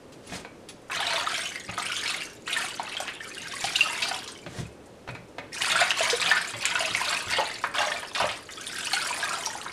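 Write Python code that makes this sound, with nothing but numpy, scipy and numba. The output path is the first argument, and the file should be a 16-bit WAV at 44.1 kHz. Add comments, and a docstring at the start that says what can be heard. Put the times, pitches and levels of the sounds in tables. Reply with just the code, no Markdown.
"""A hand swishes leafy greens in a plastic bowl of water that stands in a steel sink.
Each stroke stirs up clouds of bubbles: dying sines that climb in pitch. Slaps are short bursts of noise.
Twice a bunch is lifted and drains with plinking drips; bunches drop into a colander as grainy noise.
Bowl and colander knock on the sink floor, as groups of dying sines, and leaves and rim tick with noise.
The steel walls throw it all back, and the kitchen murmurs behind as steady coloured noise."""
import sys
import numpy as np
from scipy import signal
from scipy.fft import rfft, irfft
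from scipy.io import wavfile
from scipy.ndimage import uniform_filter1d
from numba import njit

SR = 44100
rng = np.random.default_rng(int(sys.argv[2]) if len(sys.argv) > 2 else 0)


def put_to_file(sound):
    """Save the sound as 16-bit audio at rate SR, in the file named by the first command-line argument."""
    columns = np.atleast_2d(sound).T  # one column per channel
    safe = np.clip(columns, -1, 1)
    whole_steps = np.round(safe * 32767)
    wavfile.write(sys.argv[1], SR, whole_steps.astype(np.int16))


N = 428652

# Table levels are relative: the mix, the echoes and the gains in scene() shift them.
# steady kitchen background: [f/Hz, level per Hz/dB]
KITCHEN_COLOUR = [(25, -15), (60, -10), (110, -4.5), (170, -5.5), (300, -2), (420, -2), (540, -4),
                  (700, -10), (1400, -17.5), (4500, -27), (9500, -32), (15000, -48)]
KITCHEN_DB = -48.5
# light ticks: a faint rustle of the carried leaves (no ring), then ticks on the colander's rim: [t/s, scuff
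# level/dB, ring level/dB]
LIGHT_TICKS = [(0.122, -48, -80), (0.269, -46.5, -46), (0.687, -40, -42)]
# knocks on bowl and colander, and at 0.448 s a stem tapping the colander: [t/s, sink floor thump level/dB,
# plastic clack level/dB]
KNOCKS = [(0.322, -35, -35), (0.448, -62, -37), (1.692, -32, -34.5), (3.635, -37, -45.5),
          (4.463, -34.5, -36), (4.586, -26, -39), (4.612, -28.5, -61), (5.076, -50, -37),
          (5.088, -30.5, -33), (5.15, -51, -35.5), (5.383, -40, -31), (6.538, -35, -31.5),
          (6.904, -36, -42), (7.27, -35.5, -45), (7.638, -46.5, -29.5), (8.218, -33, -28)]
# ringing tones of the loaded sink floor: [f/Hz, level/dB, t60/s]
SINK_MODES = [(70.8, -19, 1), (90.3, -15, 0.39), (116.9, -5.5, 0.37), (169.5, -6, 0.33), (189, -18, 0.17),
              (241, -8, 0.15), (326, -6.5, 0.06)]
# ringing tones of the plastic: [f/Hz, level/dB, t60/s]
PLASTIC_MODES = [(586.5, -11.5, 0.32), (810, -10, 0.11), (980, -14.5, 0.076), (1400, -15.5, 0.0088),
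                 (2140, -13, 0.23), (2550, -9, 0.12), (4100, -14, 0.1)]
# a bunch lands in the colander: [t of the fullest rustle/s, level/dB, swell time/s, t60/s]
LANDINGS = [(0.356, -34, 0.048, 0.19), (4.599, -37.5, 0.068, 0.18)]
# colour of landing leaves: [f/Hz, level per Hz/dB]
LEAF_COLOUR = [(35, -14), (70, -6), (170, -6), (360, -7), (900, -14), (2200, -17), (4600, -18),
               (9100, -22.5), (15000, -46)]
# strokes of the hand through the water: [start t/s, length/s, splash level/dB,
# gurgle level above splash/dB, fizz level above splash/dB, t60 of the settling splash/s]
STROKES = [(0.897, 0.29, -29, -2.5, -9.5, 0.71), (1.275, 0.12, -32.5, -7, -7, 0.78),
           (1.658, 0.064, -41, -2.5, -8, .6), (1.765, 0.38, -32.5, -8.5, -6, 0.46),
           (2.457, 0.18, -32, -6, -7.5, 0.48), (2.757, .27, -38.5, -2, -12.5, 1),
           (5.51, 0.073, -38, -7.5, -4, 0.33), (5.597, 0.21, -24.5, -5.5, -9.5, 0.58),
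           (5.953, 0.088, -27.5, -3, -7.5, 0.98), (6.181, 0.092, -27, -3.5, -9.5, 1),
           (6.601, 0.24, -29.5, -4, -9.5, 0.98), (6.928, 0.2, -31, -2.5, -6.5, 0.67),
           (7.265, 0.08, -28, -5.5, -12, 0.88), (7.731, 0.071, -28.5, 3, -10, 0.88),
           (8.138, 0.081, -33, 6, -7, 0.51)]
STROKE_ATTACK_S = 0.022
# the hand digs deeper as it goes: growth over one stroke
GURGLE_GROWTH_DB, SPLASH_GROWTH_DB, FIZZ_GROWTH_DB = 9, 4, 3.5
# large bubbles stop first, spray last: settling time as a multiple of that of the splash
GURGLE_T60_RATIO, FIZZ_T60_RATIO = 0.85, 1.9
# leaves hold water back and let it go in clumps: spread of the swings, and their pace
CLUMP_DB, CLUMPS_PER_S = 1.52, 14
# how steeply the number of bubbles follows the level: calm water has few, so they stand apart
BUBBLE_RATE_POWER = 0.65
# harder stirring traps larger bubbles: gentler gurgles ring higher
CALM_OCTAVES_PER_DB = 0.014
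# colour of the water in the bowl: [f/Hz, level/dB]
WATER_COLOUR = [(200, -43), (400, 4), (520, -14), (620, 0), (760, -1.5), (1100, 4.5), (1400, 3), (2100, 5),
                (2750, 7), (4200, 6.5), (6000, 4), (9500, 5.5), (12000, -5.5), (15000, -17)]
# fingers, stems and falling water slap the surface: [t/s, level/dB, centre f/Hz]
SLAPS = [(0.899, -23.5, 1400), (1.273, -25, 1400), (1.778, -18, 1160), (2.06, -21.5, 3230),
         (2.477, -22.5, 1725), (2.796, -26, 1160), (3.002, -26, 7300), (3.079, -20, 2360),
         (3.641, -17, 4200), (4.022, -14.5, 3770), (4.277, -28, 5300), (5.543, -28, 5230), (6.1, -15, 5000),
         (6.313, -12, 1510), (6.371, -21.5, 2390), (6.653, -14, 2870), (7.385, -11, 770),
         (7.639, -13, 1510), (8.03, -25.5, 1400), (8.149, -17, 3190), (8.201, -11.5, 890),
         (8.29, -20, 3000), (8.322, -24.5, 3020), (8.489, -30.5, 1730), (8.934, -16, 2360),
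         (9.456, -24.5, 5500), (9.664, -25.5, 1470)]
# the loudest single bubbles: [t/s, level/dB, starting f/Hz, t60/s]
PLOPS = [(1.005, -26.5, 820, 0.041), (1.14, -28, 615, .07), (1.271, -23.5, 1305, 0.045),
         (1.557, -27.5, 2064, 0.026), (2.22, -29, 2740, 0.034), (2.565, -22, 1780, 0.038),
         (2.796, -14.5, 860, 0.012), (2.968, -26.5, 3170, 0.024), (3.002, -22, 740, 0.019),
         (3.206, -32, 1785, 0.042), (3.379, -33.5, 2820, 0.037), (3.455, -35, 1600, 0.024),
         (3.643, -22, 787, 0.028), (3.757, -15.5, 2850, 0.016), (3.761, -14, 3760, 0.0079),
         (3.808, -13, 2723, 0.039), (3.86, -25.5, 1270, 0.033), (4.024, -21, 2620, 0.014),
         (4.112, -26, 750, 0.054), (5.62, -15, 2900, 0.0097), (5.756, -18, 1400, 0.035),
         (5.814, -17.5, 702, 0.037), (5.906, -10.5, 2770, 0.01), (5.915, -9, 1560, 0.0053),
         (5.995, -19.5, 2700, 0.017), (6.006, -18.5, 638, 0.052), (6.129, -22.5, 488, 0.09),
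         (6.314, -13.5, 1744, 0.034), (6.367, -19, 1534, 0.026), (6.655, -13.5, 7330, 0.0027),
         (6.754, -18, 1430, 0.017), (6.77, -24, 1520, 0.015), (6.805, -28, 635, 0.15),
         (6.949, -11, 2130, 0.012), (7.014, -21.5, 995, 0.03), (7.397, -21.5, 855, 0.052),
         (7.804, -20, 811, 0.036), (7.87, -29, 617, 0.088), (7.918, -21, 1790, 0.025),
         (8.241, -14, 590, 0.028), (8.933, -26, 790, 0.053), (8.933, -17, 4250, 0.012),
         (8.966, -26, 1455, .087), (9.106, -28, 968, 0.053), (9.228, -24.5, 1624, 0.091),
         (9.337, -27.5, 1330, 0.04), (9.461, -22, 5680, 0.018), (9.47, -30, 883, 0.073),
         (9.552, -31, 840, 0.069), (9.661, -33, 1050, 0.043)]
# a bunch is lifted and drains:
# [t at which the stream is full/s, time it stays full/s, splash level/dB, t60 of the dwindling stream/s]
LIFTS = [(3.622, .5, -37, 0.83), (8.88, 0.38, -35.5, 2.46)]
LIFT_SWELL_DB_PER_S = 32
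LIFT_LEAD_S = 0.41  # the leaves break the surface this long before the stream is full
# levels of the stream's gurgle and fizz, above its splash
STREAM_GURGLE_DB, STREAM_FIZZ_DB = 1, -2
# the longer it pours, the more it gurgles; gurgling needs a strong flow
STREAM_GURGLE_GROWTH_DB, STREAM_GURGLE_POWER = 10, 1.5
# first echoes off the bowl and the steel walls: [delay/s, gain/1]
ECHOES = [(.0052, 0.037), (.0117, 0.076)]
# ring-out of sink and kitchen: [f/Hz, t60/s]
TAIL_T60 = [(200, 0.14), (2000, 0.51), (10000, 0.17)]


def from_db(db):
    """Turns decibels into a plain factor."""
    return 10 ** (np.asarray(db) / 20)


def rms_one(x):
    """Scales a sound to an average (RMS) strength of 1."""
    return x / np.sqrt(np.mean(x ** 2) + 1e-20)


def at_hz(points, hz):
    """Reads a table on a log-frequency axis."""
    known_hz, values = np.transpose(points)
    return np.interp(np.log(np.maximum(hz, 1)), np.log(known_hz), values)


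def band(x, low_hz, high_hz):
    """Keeps mainly the frequencies between two limits."""
    limits = [low_hz, min(high_hz, SR / 2 - 1)]
    return signal.sosfilt(signal.butter(2, limits, "band", fs=SR, output="sos"), x)


def coloured(x, spectrum, size=4096):
    """Filters a sound to follow a spectrum in dB, without sounding ahead of time (minimum phase)."""
    cepstrum = irfft(np.log(from_db(at_hz(spectrum, np.fft.rfftfreq(size, 1 / SR)))))
    # folding the second half onto the first makes the filter respond as early as it can
    cepstrum[1:size // 2] *= 2
    cepstrum[size // 2 + 1:] = 0
    return signal.oaconvolve(x, irfft(np.exp(rfft(cepstrum))))[:N]


def fade(t, t60):
    """Dies away by 60 dB in t60 seconds."""
    return np.exp(-np.log(1000) * t / t60)


def add(out, s, sound):
    """Mixes a sound in from time s."""
    start = max(round(s * SR), 0)
    out[start:start + len(sound)] += sound[:N - start]


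def kitchen_murmur():
    """The steady background of the kitchen: noise with a fixed colour, strongest in the lows."""
    return from_db(KITCHEN_DB) * rms_one(coloured(rng.standard_normal(N), KITCHEN_COLOUR))


def leaf_ticks(per_s, tick_db, spread_db, tick_t60):
    """Wet leaves and stems shift and tick faintly all along: short fades of bright noise."""
    when, size = rng.random((int(per_s * N / SR), 2)).T
    strength, t = np.zeros(N), np.arange(SR // 20) / SR
    for s, db in zip(when * N / SR, tick_db - spread_db * size):
        add(strength, s, from_db(db) * fade(t, tick_t60))
    # filtered twice for steeper edges
    bright_noise = band(band(rng.standard_normal(N), 4500, 11000), 4500, 11000)
    return strength * rms_one(bright_noise)


def light_ticks(ring_hz, ring_t60, scuff_t60):
    """A bright scuff of noise with a thin, rough high ring made of very narrow noise."""
    out, t = np.zeros(N), np.arange(SR // 2) / SR
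    for s, scuff_db, ring_db in LIGHT_TICKS:
        scuff = rms_one(band(rng.standard_normal(len(t)), 1500, 7000)) * fade(t, scuff_t60)
        narrow_noise = band(rng.standard_normal(len(t)), ring_hz * 0.985, ring_hz * 1.015)
        ring = rms_one(narrow_noise) * fade(t, ring_t60)
        add(out, s, from_db(scuff_db) * scuff + from_db(ring_db) * ring)
    return out


def struck(modes, t, split):
    """One blow: every mode is a cluster of close partials that beat, each with a strength of its own."""
    out = np.zeros(len(t))
    for hz, db, t60 in modes:
        detunes = rng.uniform(-1.03, 1, size=4)
        strengths = rng.standard_normal(size=4)
        signs = rng.choice([-1, 1], size=4)
        for detune, strength, sign in zip(detunes, strengths, signs):
            partial = np.sin(2 * np.pi * hz * (1 + split * detune) * t)
            out += sign * from_db(db + 2 * strength) * partial * fade(t, t60)
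    # the force of the blow sets the total energy
    energy = sum(from_db(db) ** 2 * t60 * SR / (4 * np.log(1000)) for hz, db, t60 in modes)
    return out * np.sqrt(energy) / np.linalg.norm(out)


def knocks(crack_db, crack_t60):
    """The plastic clacks, and a heavy knock sets the sink floor booming."""
    out, t = np.zeros(N), np.arange(SR // 2) / SR
    for s, thump_db, clack_db in KNOCKS:
        crack_noise = rms_one(band(rng.standard_normal(len(t)), 400, 2200))
        crack = from_db(crack_db) * crack_noise * fade(t, crack_t60)
        add(out, s, from_db(thump_db) * struck(SINK_MODES, t, split=0.11))
        add(out, s, from_db(clack_db) * (struck(PLASTIC_MODES, t, split=0.08) + crack))
    return out


def landings(grain_db):
    """Countless leaves touch down: a soft, grainy rustle of noise that swells and settles."""
    t, level = np.arange(N) / SR, np.zeros(N)
    for s, db, swell_s, t60 in LANDINGS:
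        swell = np.exp(np.minimum(t - s, 0) / swell_s)
        level += from_db(db) * swell * fade(np.maximum(t - s, 0), t60)
    # fast random swings in level make the rustle grainy
    grain = from_db(grain_db * rms_one(band(rng.standard_normal(N), 40, 360)))
    return level * rms_one(coloured(grain * rng.standard_normal(N), LEAF_COLOUR))


def stirring():
    """Levels of gurgle, splash and fizz: each stroke sets in quickly, grows as the hand digs in, settles."""
    t, power = np.arange(N) / SR, np.zeros((3, N))
    for s, length_s, db, gurgle_db, fizz_db, t60 in STROKES:
        age = np.maximum(t - s, 0)
        attack = np.minimum(age / STROKE_ATTACK_S, 1)
        to_go = np.maximum(1 - age / length_s, 0)
        after = np.maximum(age - length_s, 0)
        gurgle = from_db(db + gurgle_db - GURGLE_GROWTH_DB * to_go) * fade(after, t60 * GURGLE_T60_RATIO)
        splash = from_db(db - SPLASH_GROWTH_DB * to_go) * fade(after, t60)
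        fizz = from_db(db + fizz_db - FIZZ_GROWTH_DB * to_go) * fade(after, t60 * FIZZ_T60_RATIO)
        power += (attack * np.array([gurgle, splash, fizz])) ** 2
    return np.sqrt(power)


def clumps():
    """Quick random swings in dB, one for each size of bubble."""
    steps = rng.standard_normal((1000, 3)).T
    # two random points make one swing up and down
    position = np.arange(N) / SR * CLUMPS_PER_S * 2
    return CLUMP_DB * np.array([np.interp(position, np.arange(len(row)), row) for row in steps])


@njit
def ring_bubbles(born_s, height, hz, t60, rise):
    """Each bubble is a dying sine whose pitch climbs by the share `rise` as it nears the surface."""
    out = np.zeros(N)
    for k in range(len(born_s)):
        start, length = int(born_s[k] * SR), int(t60[k] * SR)
        loss, size, phase = 1000.0 ** (-1 / length), height[k], 0.0
        for i in range(min(length, N - start)):
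            phase += 2 * np.pi * hz[k] / SR * (1 + rise * i / length)
            # the first two cycles fade in
            out[start + i] += size * np.sin(phase) * min(phase / (4 * np.pi), 1.0)
            size *= loss
    return out


def bubble_cloud(level_db, low_hz, high_hz, per_s, cycles, spread_db, rise, hiss, even_s, octaves_per_db=0):
    """Random bubbles of one size class, many weak and few strong; harder stirring makes more of them."""
    when, chance, pitch, size, damping = rng.random((60000, 5)).T
    born_s = when * N / SR
    calm_db = (level_db.max() - level_db)[(when * N).astype(int)]
    busy = from_db(-BUBBLE_RATE_POWER * calm_db)
    # per_s is the rate at the loudest moment
    kept = chance < per_s * busy * N / SR / len(when)
    hz = low_hz * (high_hz / low_hz) ** pitch * 2 ** (octaves_per_db * calm_db)
    height = from_db(spread_db * np.minimum(-np.log(1 - size), 4))
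    t60 = cycles / hz * 2 ** (damping - 0.5)
    cloud = ring_bubbles(born_s[kept], height[kept], hz[kept], t60[kept], rise)
    # films tear and droplets scatter around each bubble
    activity = np.sqrt(np.abs(uniform_filter1d(cloud ** 2, size=192)))
    cloud = cloud + hiss * activity * rms_one(band(rng.standard_normal(N), low_hz, high_hz))
    # the bubbles of one moment share the energy of the stroke
    power = np.abs(uniform_filter1d(cloud ** 2, int(even_s * SR)))
    return from_db(level_db) * cloud / np.sqrt(power + np.mean(power) / 1000)


def water(sway_db):
    """Gurgles under the hand, splashes on top, fizz from spray and leaves; the load shakes the sink floor."""
    flow_db = 20 * np.log10(np.hypot(stirring(), draining()) + 1e-9)
    gurgle_db, splash_db, fizz_db = flow_db + clumps()
    gurgle = bubble_cloud(gurgle_db - 2.5, 483.2, 1200, per_s=300, cycles=41.5, spread_db=3.0,
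                          rise=0.21, hiss=0.65, even_s=0.041, octaves_per_db=CALM_OCTAVES_PER_DB)
    splash = bubble_cloud(splash_db - 5.0, 1295.0, 4613, per_s=1100, cycles=37.5, spread_db=4.0,
                          rise=0.31, hiss=0.31, even_s=0.047)
    fizz = bubble_cloud(fizz_db - 3.5, 4340, 13900, per_s=4000, cycles=47, spread_db=7.5,
                        rise=0.2, hiss=0.73, even_s=0.079)
    # noise keeps the floor ringing, as loudly as the water splashes
    floor_ring = struck(SINK_MODES, np.arange(SR // 2) / SR, split=0.078)
    floor_rumble = rms_one(signal.oaconvolve(rng.standard_normal(N), floor_ring)[:N])
    sway = from_db(splash_db + sway_db) * floor_rumble
    return coloured(gurgle + splash + fizz, WATER_COLOUR) + sway


def slaps(burst_t60, spray_db, spray_t60):
    """A sharp wet smack of noise, then its spray falls back as a longer fade of the same noise."""
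    out, t = np.zeros(N), np.arange(SR // 5) / SR
    for s, level_db, hz in SLAPS:
        smack = rms_one(band(rng.standard_normal(len(t)), hz * 0.63, hz * 1.26))
        envelope = fade(t, burst_t60) + from_db(spray_db) * fade(t, spray_t60)
        add(out, s, 0.5 * from_db(level_db) * smack * envelope)
    return out


def plops(rise, gain_db, spatter_db, spatter_t60):
    """The loudest bubbles: rising, dying sines, each pinched off with a short spatter of noise."""
    s, level_db, hz, t60 = np.transpose(PLOPS)
    out = ring_bubbles(s, from_db(level_db), hz, np.maximum(t60, 0.004), rise)
    t = np.arange(SR // 20) / SR
    for when, db, pitch in zip(s, level_db, hz):
        spatter = rms_one(band(rng.standard_normal(len(t)), pitch * 0.65, min(pitch * 2, 9500)))
        add(out, when, from_db(db + spatter_db) * spatter * fade(t, spatter_t60))
    return from_db(gain_db) * out


def draining():
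    """Levels of gurgle, splash and fizz: the stream swells as the bunch rises, holds, then dwindles."""
    t, levels = np.arange(N) / SR, np.zeros((3, N))
    for full_s, hold_s, db, t60 in LIFTS:
        swell = from_db(LIFT_SWELL_DB_PER_S * np.minimum(t - full_s, 0)) * (t > full_s - LIFT_LEAD_S)
        flow = swell * fade(np.maximum(t - full_s - hold_s, 0), t60)
        to_go = np.clip(1 - (t - full_s) / hold_s, 0, 1)
        gurgle_gain = from_db(STREAM_GURGLE_DB - STREAM_GURGLE_GROWTH_DB * to_go)
        gurgle = gurgle_gain * flow ** STREAM_GURGLE_POWER
        levels += from_db(db) * np.array([gurgle, flow, from_db(STREAM_FIZZ_DB) * flow])
    return levels


def drips(per_s, drip_db, spread_db, low_hz, high_hz, cycles, rise):
    """Lone drops fall from the lifted leaves and plink, ringing for more cycles than churned bubbles."""
    when, chance, pitch, size = rng.random((2000, 4)).T
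    flow = draining()[1]
    flow = (flow / flow.max())[(when * N).astype(int)]
    # a stronger stream sheds more drops, and louder ones
    kept = chance < per_s * flow ** 0.3 * N / SR / len(when)
    hz = low_hz * (high_hz / low_hz) ** pitch
    height = from_db(drip_db - spread_db * size) * flow ** 0.25
    return ring_bubbles(when[kept] * N / SR, height[kept], hz[kept], cycles / hz[kept], rise)


def sink(x, basin_db, basin_t60, tail_db):
    """A few hard echoes, a quick flutter between the steel walls, then the kitchen's tail."""
    t = np.arange(SR // 2) / SR
    edges = np.geomspace(60, 16000, 9)
    tail = np.zeros(len(t))
    # each band of the tail dies away at its own pace
    for low, high in zip(edges, edges[1:]):
        tail += band(rng.standard_normal(len(t)), low, high) * fade(t, at_hz(TAIL_T60, np.sqrt(low * high)))
    tail *= t > 0.008
    flutter = rng.standard_normal(len(t)) * fade(t, basin_t60) * (t > 0.003)
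    response = from_db(tail_db) * tail / np.linalg.norm(tail)
    response += from_db(basin_db) * flutter / np.linalg.norm(flutter)
    for delay_s, gain in ECHOES:
        response[round(delay_s * SR)] += gain
    # the low walls reflect little of the long waves
    response = band(response, 300, 12000)
    response[0] += 1  # the direct sound
    return signal.oaconvolve(x, response / np.linalg.norm(response))[:N]


def around_the_bowl(x, count):
    """Sounds come from ever new spots in the bowl, and each spot has its own reflections."""
    hop = SR // 30
    spots = rng.integers(0, count, N // hop + 1)
    out = np.zeros(N)
    for k in range(count):
        # the sound glides from spot to spot
        share = np.interp(np.arange(N) / hop, np.arange(len(spots)), spots == k)
        out += sink(x * share, basin_db=-2.5, basin_t60=0.042, tail_db=-8.5)
    return out


def scene():
    """Mixes washing and handling in the sink, with the kitchen behind."""
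    handling = leaf_ticks(per_s=7, tick_db=-48, spread_db=12, tick_t60=0.063)
    handling += light_ticks(ring_hz=9840, ring_t60=0.086, scuff_t60=0.13)
    handling += knocks(crack_db=1.5, crack_t60=0.066)
    handling += landings(grain_db=2.0)
    washing = water(sway_db=-22)
    washing += slaps(burst_t60=0.012, spray_db=-4.5, spray_t60=0.16)
    washing += plops(rise=0.054, gain_db=7.5, spatter_db=-13.0, spatter_t60=0.019)
    washing += drips(per_s=28, drip_db=-24.5, spread_db=27, low_hz=1050, high_hz=4160, cycles=79, rise=0.1)
    return (around_the_bowl(washing + handling, count=5) + kitchen_murmur())[None]


def record(dry):
    """Cuts the treble steeply above 15.2 kHz."""
    return signal.sosfilt(signal.ellip(10, 0.1, 80, 15200, fs=SR, output="sos"), dry)


dry = scene()
out = record(dry)
put_to_file(out)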